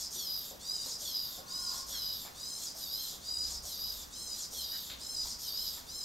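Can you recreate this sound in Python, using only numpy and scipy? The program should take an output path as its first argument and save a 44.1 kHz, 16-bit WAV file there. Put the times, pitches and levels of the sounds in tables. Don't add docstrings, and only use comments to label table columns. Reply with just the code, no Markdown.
import sys
import numpy as np
from scipy import signal
from scipy.fft import rfft, irfft, next_fast_len
from scipy.io import wavfile
from scipy.ndimage import uniform_filter1d

SR = 44100
rng = np.random.default_rng(int(sys.argv[2]) if len(sys.argv) > 2 else 0)


def store_pcm(level_fs):
    pcm = np.round(np.clip(level_fs, -1, 1) * 32767).astype(np.int16)
    wavfile.write(sys.argv[1], SR, np.atleast_2d(pcm).T)


N = 266364
TIME = np.arange(N) / SR
IDLE_HZ = 827.4


def servos(coast_from_s=.3):
    # whine level/dB, chatter level/dB, hiss level/dB
    leans = [(-.3, 980, .17, 1040, 980, 2, 1.5, 0.5), (.59, 930, 0.15, 1013, 960, 1, 1.5, 0.5),
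             (1.46, 972, .17, 1035, 985, 1, 1, 1.5), (2.341, 954, 0.17, 1039, 1030, -3.5, 0.5, 0.5),
             (3.21, 958.6, .12, 980, 985, 1.5, 0.5, -0.5), (4.1, 1022, .17, 1033, 988, -3.5, 0.5, -0.5),
             (4.98, 1016, .15, 1041, 988, -0.5, 0.5, 0), (5.86, 1030, .12, 1046, 1008, -0.5, -0.5, 1.5)]
    # whine level/dB, chatter level/dB, hiss level/dB, load level/dB
    strides = [(.1, 1268, .175, 999, .235, 985, 949, -1, -1.5, 0.5, -1.5),
               (.98, 1243, 0.16, 1003, 0.22, 978, 939, 1, -1, -1, 0),
               (1.86, 1209, 0.15, 999, .26, 989, 938, -2, -0.5, -1, 1.5),
               (2.74, 1095, 0.14, 915, .26, 1062, 1035, -1.5, 1.5, -0.5, -1.5),
               (3.62, 1188, .14, 931, .25, 1007, 948, -1.5, 1, -1.5, -2.5),
               (4.5, 1174, 0.17, 934, .25, 1006, 912, -3, 1.5, -1.5, 0.5),
               (5.38, 1153, .14, 907, 0.24, 1048, 953, 2, 1.5, 0, -1.5)]
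    # t/s, racing level/dB, braking level/dB
    stops = [(.03, -49, -44), (.52, -55, -52), (.92, -46, -41), (1.385, -52, -49), (1.795, -50, -46),
             (2.27, -55, -53), (2.672, -42, -40), (3.13, -52, -55), (3.55, -44, -43), (4.03, -52, -48),
             (4.437, -40, -42), (4.89, -56, -57), (5.315, -50, -42), (5.79, -55, -56)]
    out = np.zeros(N)
    for start, *row in leans:
        add(out, start, lean(*row))
    for start, *row in strides:
        add(out, start, stride(*row))
        add(out, start + coast_from_s, coast())
    for row in stops:
        add(out, *brake(*row))
    return out


def lean(spun_hz, crest_s, crest_hz, dip_hz, whine_db, chatter_db, hiss_db):
    # t/s, whine level/dB, chatter level/dB, frame load level/dB,
    # hiss level/dB, backlash roughness/0-1
    swing = [(0, -66, -55, -4, -69, 0.5), (.03, -55.5, -50.5, -5.5, -64, 0.33),
             (0.102, -47.5, -48.5, -4, -58, 0), (0.219, -47.5, -46.5, -7.5, -60.5, 0.03),
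             (.29, -55, -47.5, -4.5, -52, 0.78), (0.351, -48.5, -49.5, -14.5, -58.5, 0.52),
             (.4, -63, -58, -21, -68, 1.14)]
    # f/Hz, level/dB
    case = [(1000, -23.5), (2700, -24), (3050, -25), (3400, -8.5), (4000, -7.5), (4500, -4.5), (5500, 15),
            (6300, 7.5), (7000, 11), (7700, 6.5), (8300, 6), (9700, -0.5), (16000, -22)]
    speeds = [(0, IDLE_HZ), (.05, spun_hz), (crest_s, crest_hz),
              (crest_s + .03485, dip_hz), (.26, dip_hz),
              (.315, 1120), (swing[-1][0], 916)]
    trims_db = (whine_db + .5, chatter_db + .5, 1, hiss_db + 1)
    return servo_swing(speeds, trims_db, swing, case, chatter_db_per_hz=.0268, flutter=.00796,
                       jitter_rad=.045, blur_rad=.29, twin_lead=.035, twin_db=-1.5, wobble=.25)


def stride(kick_hz, sag_s, sag_hz, rebound_s, rebound_hz, late_hz,
           whine_db, chatter_db, hiss_db, load_db):
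    # t/s, whine level/dB, chatter level/dB, frame load level/dB,
    # hiss level/dB, backlash roughness/0-1
    swing = [(0, -53, -64, -20, -62, .93), (0.036, -50.5, -53.5, -8.5, -50, 0.98),
             (.1, -49.5, -48, 3, -48, 0.23), (.16, -45, -51, 4, -48, 0.24),
             (.25, -46.5, -52, 5.5, -46, 0.17), (.31, -50, -49.5, 3.5, -46, 0.52),
             (.4, -57, -49, -5, -52.5, .85), (.44, -63, -54, -3, -60, .85),
             (0.482, -70, -50.5, -18, -69, 0.82)]
    # f/Hz, level/dB
    case = [(1000, -36), (2650, -26), (3250, -1.5), (4100, 1.5), (4500, 1.5), (5500, 11.5), (6200, 5.5),
            (7000, 7.5), (7700, -2.5), (8300, 4.5), (9600, -4.5), (12000, -14), (16000, -41)]
    speeds = [(.025, kick_hz), (sag_s, sag_hz), (rebound_s, rebound_hz),
              (.32, late_hz), (swing[-1][0], IDLE_HZ)]
    trims_db = (whine_db - .5, chatter_db - .5, load_db, hiss_db + 1)
    return servo_swing(speeds, trims_db, swing, case, chatter_db_per_hz=.052, flutter=.00843,
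                       jitter_rad=.053, blur_rad=.22, twin_lead=.02, twin_db=-6.5, wobble=.51)


def servo_swing(speeds, trims_db, swing, case, chatter_db_per_hz, flutter,
                jitter_rad, blur_rad, twin_lead, twin_db, wobble):
    times, *envelopes, backlash = np.transpose(swing)
    t = np.arange(0, times[-1] + .004, 1 / SR)
    size = len(t)
    whine_db, chatter_db, load_db, hiss_db = (
        np.interp(t, times, envelope) + trim for envelope, trim in zip(envelopes, trims_db))
    roughness = np.clip(np.interp(t, times, backlash), 0, 1)
    clean, rough = np.sqrt(1 - roughness), np.sqrt(roughness)
    speed = np.interp(t, *np.transpose(speeds))
    chatter_db += chatter_db_per_hz * (speed - 1000)
    whine_db += 9.5 * bell(5 * speed, hz=4920, width=190)
    speed *= 1 + flutter * drift(size, 41.9)
    angle = phase(speed) + jitter_rad * drift(size, 89)
    twin_angle = angle + phase(speed * twin_lead * (1 + drift(size, 20)))
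    orders = gear_orders(angle, twin_angle, twin_db, blur_rad)
    clumps = amp(1.7 * drift(size, 380)) * (1 + .3 * np.cos(angle))
    rattle = unit(clumps * rng.standard_normal(size))
    sound = amp(chatter_db) * gear_case(clean * orders + rough * rattle, case, load_db)
    rasp = steady(shape(rattle, lambda f: bell(f, hz=4983, width=412)))
    sound += amp(whine_db) * (clean * mesh_whine(angle, wobble) + rough * rasp)
    sound += amp(hiss_db) * brush_hiss(clumps)
    return sound * np.sqrt(signal.windows.tukey(size, .016 * SR / size))


def gear_orders(angle, twin_angle, twin_db, blur_rad):
    size = len(angle)
    orders = np.zeros(size)
    for k in range(3, 13):
        waver = blur_rad * (k - 4) * drift(size, 170) + 2 * np.pi * rng.random()
        pair = np.cos(k * angle + waver) + amp(twin_db) * np.cos(k * twin_angle - waver)
        orders += amp(3.5 * drift(size, 57)) * pair
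    beating_order = .35 * np.cos(3.9 * angle + drift(size, 60))
    return unit(orders) + beating_order


def gear_case(drive, colour, load_db):
    gears = shape(drive, lambda f: amp(read(colour, f)))
    frame = shape(gears, lambda f: 1 / (1 + (f / 4550) ** 30))
    treble = shape(gears, lambda f: 1 - 1 / (1 + (f / 5500) ** 30))
    return steady(treble) + amp(load_db) * steady(frame)


def mesh_whine(angle, wobble):
    throb = .5 * np.cos(angle / 15.5 + 2 * drift(len(angle), 25))
    flicker = wobble * np.tanh(drift(len(angle), 110))
    return steady((1 + throb + flicker) * np.cos(5 * angle))


def brush_hiss(clumps):
    # f/Hz, level/dB
    colour = [(8000, -50), (10500, -19.5), (11200, -8.5), (11800, 1), (12300, 1), (12850, -7.5),
              (13450, -5), (14300, -21), (15800, -17)]
    grains = clumps * rng.standard_normal(len(clumps))
    return unit(shape(grains, lambda f: amp(read(colour, f))))


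def coast(length_s=.16, width_hz=520):
    # f/Hz, level/dB
    partials = [(3620, -55), (7300, -53.5), (10750, -60.5), (14350, -63)]
    size = round(length_s * SR)
    rattle = amp(2 * drift(size, 300)) * rng.standard_normal(size)
    buzz = sum(amp(db) * unit(shape(rattle, lambda f: bell(f, hz, width_hz) ** 1.3))
               for hz, db in partials)
    return buzz * signal.windows.tukey(size, .8)


def brake(stop_s, race_db, brake_db, side_db=-10):
    # t/s from the stop, f/Hz
    glide = [(-.065, 6600), (-.04, 7120), (-.022, 6920), (-.008, 5410), (.004, 4820), (.03, 4440)]
    times, hz = np.transpose(glide)
    t = np.arange(times[0], times[-1], 1 / SR)
    angle = phase(np.interp(t, times, hz) * (1 + .015 * drift(len(t), 300)))
    side_orders = np.cos(angle * 4 / 5) + np.cos(angle * 6 / 5)
    chirp = np.cos(angle) + amp(side_db) * side_orders
    ragged_db = np.interp(t, [-.025, -.005], [race_db, brake_db]) + 2.5 * drift(len(t), 200)
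    return stop_s + t[0], amp(ragged_db) * chirp * signal.windows.tukey(len(t), .6)


def feet():
    t = np.arange(SR // 3) / SR
    return foot_taps(t) + foot_scuffs(t) + leg_clacks(t)


def foot_taps(t, trim_db=-8, attack_s=.00023, t60_s=.27):
    # t/s, level/dB before the trim, ring f/Hz, ring width/Hz
    footfalls = [(.158, -47, 376, 500), (.51, -41.5, 558, 231), (.86, -44.5, 490, 260),
                 (.86, -49, 926, 300), (1.015, -47.5, 584, 200), (1.38, -41, 550, 280),
                 (1.73, -43, 902, 514), (1.89, -47.5, 630, 207), (2.25, -43, 851, 700),
                 (2.752, -47, 656, 297), (3.125, -48.5, 556, 600), (3.511, -49, 944, 500),
                 (3.645, -46.5, 603, 220), (4.522, -45, 565, 217), (5.245, -45.5, 960, 281),
                 (5.77, -48, 960, 600)]
    out = np.zeros(N)
    attack = 1 - np.exp(-t / attack_s)
    for start, db, hz, width in footfalls:
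        thud = shape(rng.standard_normal(len(t)), lambda f: bell(f, hz, width))
        ring = unit(steady(thud) + .9 * np.sin(2 * np.pi * hz * t))
        add(out, start, amp(db + trim_db - 60 * t / t60_s) * attack * ring)
    return out


def foot_scuffs(t):
    # t/s, length/s, level/dB, centre f/Hz, width/Hz
    drags = [(1.913, 0.088, -55.5, 1650, 500), (2.236, 0.072, -58, 1960, 820),
             (4.709, 0.074, -56.5, 1730, 437), (5.759, 0.048, -59.5, 1700, 890)]
    out = np.zeros(N)
    for start, length, db, hz, width in drags:
        grains = rng.standard_normal(len(t)) * amp(2.2 * drift(len(t), 210))
        swell = np.sin(np.pi * np.minimum(t / length, 1))
        add(out, start, amp(db) * swell * unit(shape(grains, lambda f: bell(f, hz, width))))
    return out


def leg_clacks(t, t60_s=.24):
    # t/s, level/dB
    clacks = [(4.898, -42.5), (4.914, -47)]
    # f/Hz, width/Hz, level/dB
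    modes = [(1660, 1800, 1), (2350, 320, -22), (3000, 660, -14), (3860, 990, 14)]
    out = np.zeros(N)
    for start, db in clacks:
        noise = rng.standard_normal(len(t))
        ring = shape(noise, lambda f: sum(amp(gain) * bell(f, hz, width) for hz, width, gain in modes))
        add(out, start, amp(db - 60 * t / t60_s) * unit(ring))
    return out


def room(x, wet_db, early_db, likeness):
    # f/Hz, t60/s
    decay = [(250, 0.21), (1000, 0.59), (4000, 0.46), (12000, 0.063)]
    size, echoes_per_s = SR // 2, 2500
    echoes = rng.standard_normal((3, size)) * (rng.random((3, size)) < echoes_per_s / SR)
    echoes[:, :SR // 150] = 0
    hz, t, bands = signal.stft(echoes, SR, nperseg=256)
    tails = signal.istft(bands * amp(-60 * t / read(decay, hz)[:, None]), SR, nperseg=256)[1]
    tails /= np.linalg.norm(tails, axis=1, keepdims=True)
    response = amp(wet_db) * (np.sqrt(likeness) * tails[0] + np.sqrt(1 - likeness) * tails[1:])
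    bounces = rng.integers(SR // 500, SR // 60, size=6)
    response[:, bounces] += amp(early_db) * rng.choice([-1, 1], size=6)
    response[:, 0] += 1
    return signal.fftconvolve(x[None], response / np.linalg.norm(response[0]), axes=1)[:, :N]


def far_tone(peak_s=1.7, peak_db=-51, fade_db_per_s=32):
    # f/Hz, relative level/dB
    partials = [(1067, -6), (1425, -13.5)]
    noise = rng.standard_normal((2, N))
    tone = shape(noise, lambda f: sum(amp(db) * bell(f, hz, width=32) for hz, db in partials))
    return amp(peak_db - fade_db_per_s * abs(TIME - peak_s)) * unit(tone)


def room_noise(level_db=-54.5):
    # f/Hz, relative level/dB
    colour = [(20, -7), (53, -4), (108, -7), (230, -4.5), (373, -8), (545, -7), (800, -9), (1100, -8.5),
              (2400, -18), (3200, -17), (6000, -27), (15000, -23.5)]
    # f/Hz, left-right correlation
    likeness = [(30, 1), (80, 0.85), (170, 0.7), (330, -0.12), (1200, -0.17), (2500, -0.092), (6000, 1)]
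    mid, side = rng.standard_normal((2, N))
    mid = shape(mid, lambda f: amp(read(colour, f)) * np.sqrt(1 + read(likeness, f)))
    side = shape(side, lambda f: amp(read(colour, f)) * np.sqrt(1 - read(likeness, f)))
    return amp(level_db) * unit(np.array([mid + side, mid - side]))


def rumble_and_hum(hum_hz=65.1, trim_db=-2):
    # t/s, half-length/s, level/dB before the trim
    rumble_swells = [(1.8, .15, -60), (3.58, 0.12, -57), (3.971, 0.11, -58.5), (5.25, 0.066, -53.5),
                     (5.72, 0.17, -62)]
    # t/s, half-length/s, level/dB before the trim
    hum_swells = [(2.0, 0.17, -62), (3.499, 0.15, -55.5), (3.95, 0.31, -62.5), (4.62, 0.053, -58),
                  (4.95, 0.039, -58)]
    rumble = unit(shape(rng.standard_normal(N), lambda f: bell(f, hz=40, width=26)))
    hum = unit(np.sin(2 * np.pi * hum_hz * TIME + .97 * drift(N, 14)))
    return amp(trim_db) * (swelling(-70, rumble_swells) * rumble + swelling(-67.5, hum_swells) * hum)


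def swelling(rest_db, swells):
    return amp(rest_db) + sum(amp(db) * np.exp(-((TIME - s) / half) ** 2) for s, half, db in swells)


def amp(db):
    return 10 ** (np.asarray(db) / 20)


def phase(hz):
    return 2 * np.pi * np.cumsum(hz) / SR


def unit(x):
    return x / np.sqrt(np.mean(x ** 2) + 1e-20)


def steady(x):
    return x / np.sqrt(abs(uniform_filter1d(x ** 2, size=1500)) + 1e-12)


def read(points, hz):
    f, value = np.transpose(points)
    return np.interp(np.log(hz + 1), np.log(f + 1), value)


def shape(x, gain):
    size = next_fast_len(x.shape[-1] + 1024)
    return irfft(rfft(x, size) * gain(np.fft.rfftfreq(size, 1 / SR)), size)[..., :x.shape[-1]]


def bell(f, hz, width):
    return 1 / (1 + ((f - hz) / (.78 * width)) ** 2)


def drift(size, hz):
    return unit(shape(rng.standard_normal(size), lambda f: 1 / (1 + (f / hz) ** 4)))


def add(mix, s, sound):
    at = round(s * SR)
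    sound = sound[max(-at, 0):]
    part = mix[max(at, 0):][:len(sound)]
    part += sound[:len(part)]


def scene():
    robot = room(servos(), wet_db=-9.5, early_db=-16, likeness=.65)
    robot += room(feet(), wet_db=-7.5, early_db=-16, likeness=.073)
    return robot + far_tone() + room_noise() + rumble_and_hum()


def record(dry):
    lowpass = signal.firwin(801, cutoff=15800, window=("kaiser", 9), fs=SR)
    return signal.oaconvolve(dry, lowpass[None], "same")


dry = scene()
out = record(dry)
store_pcm(out)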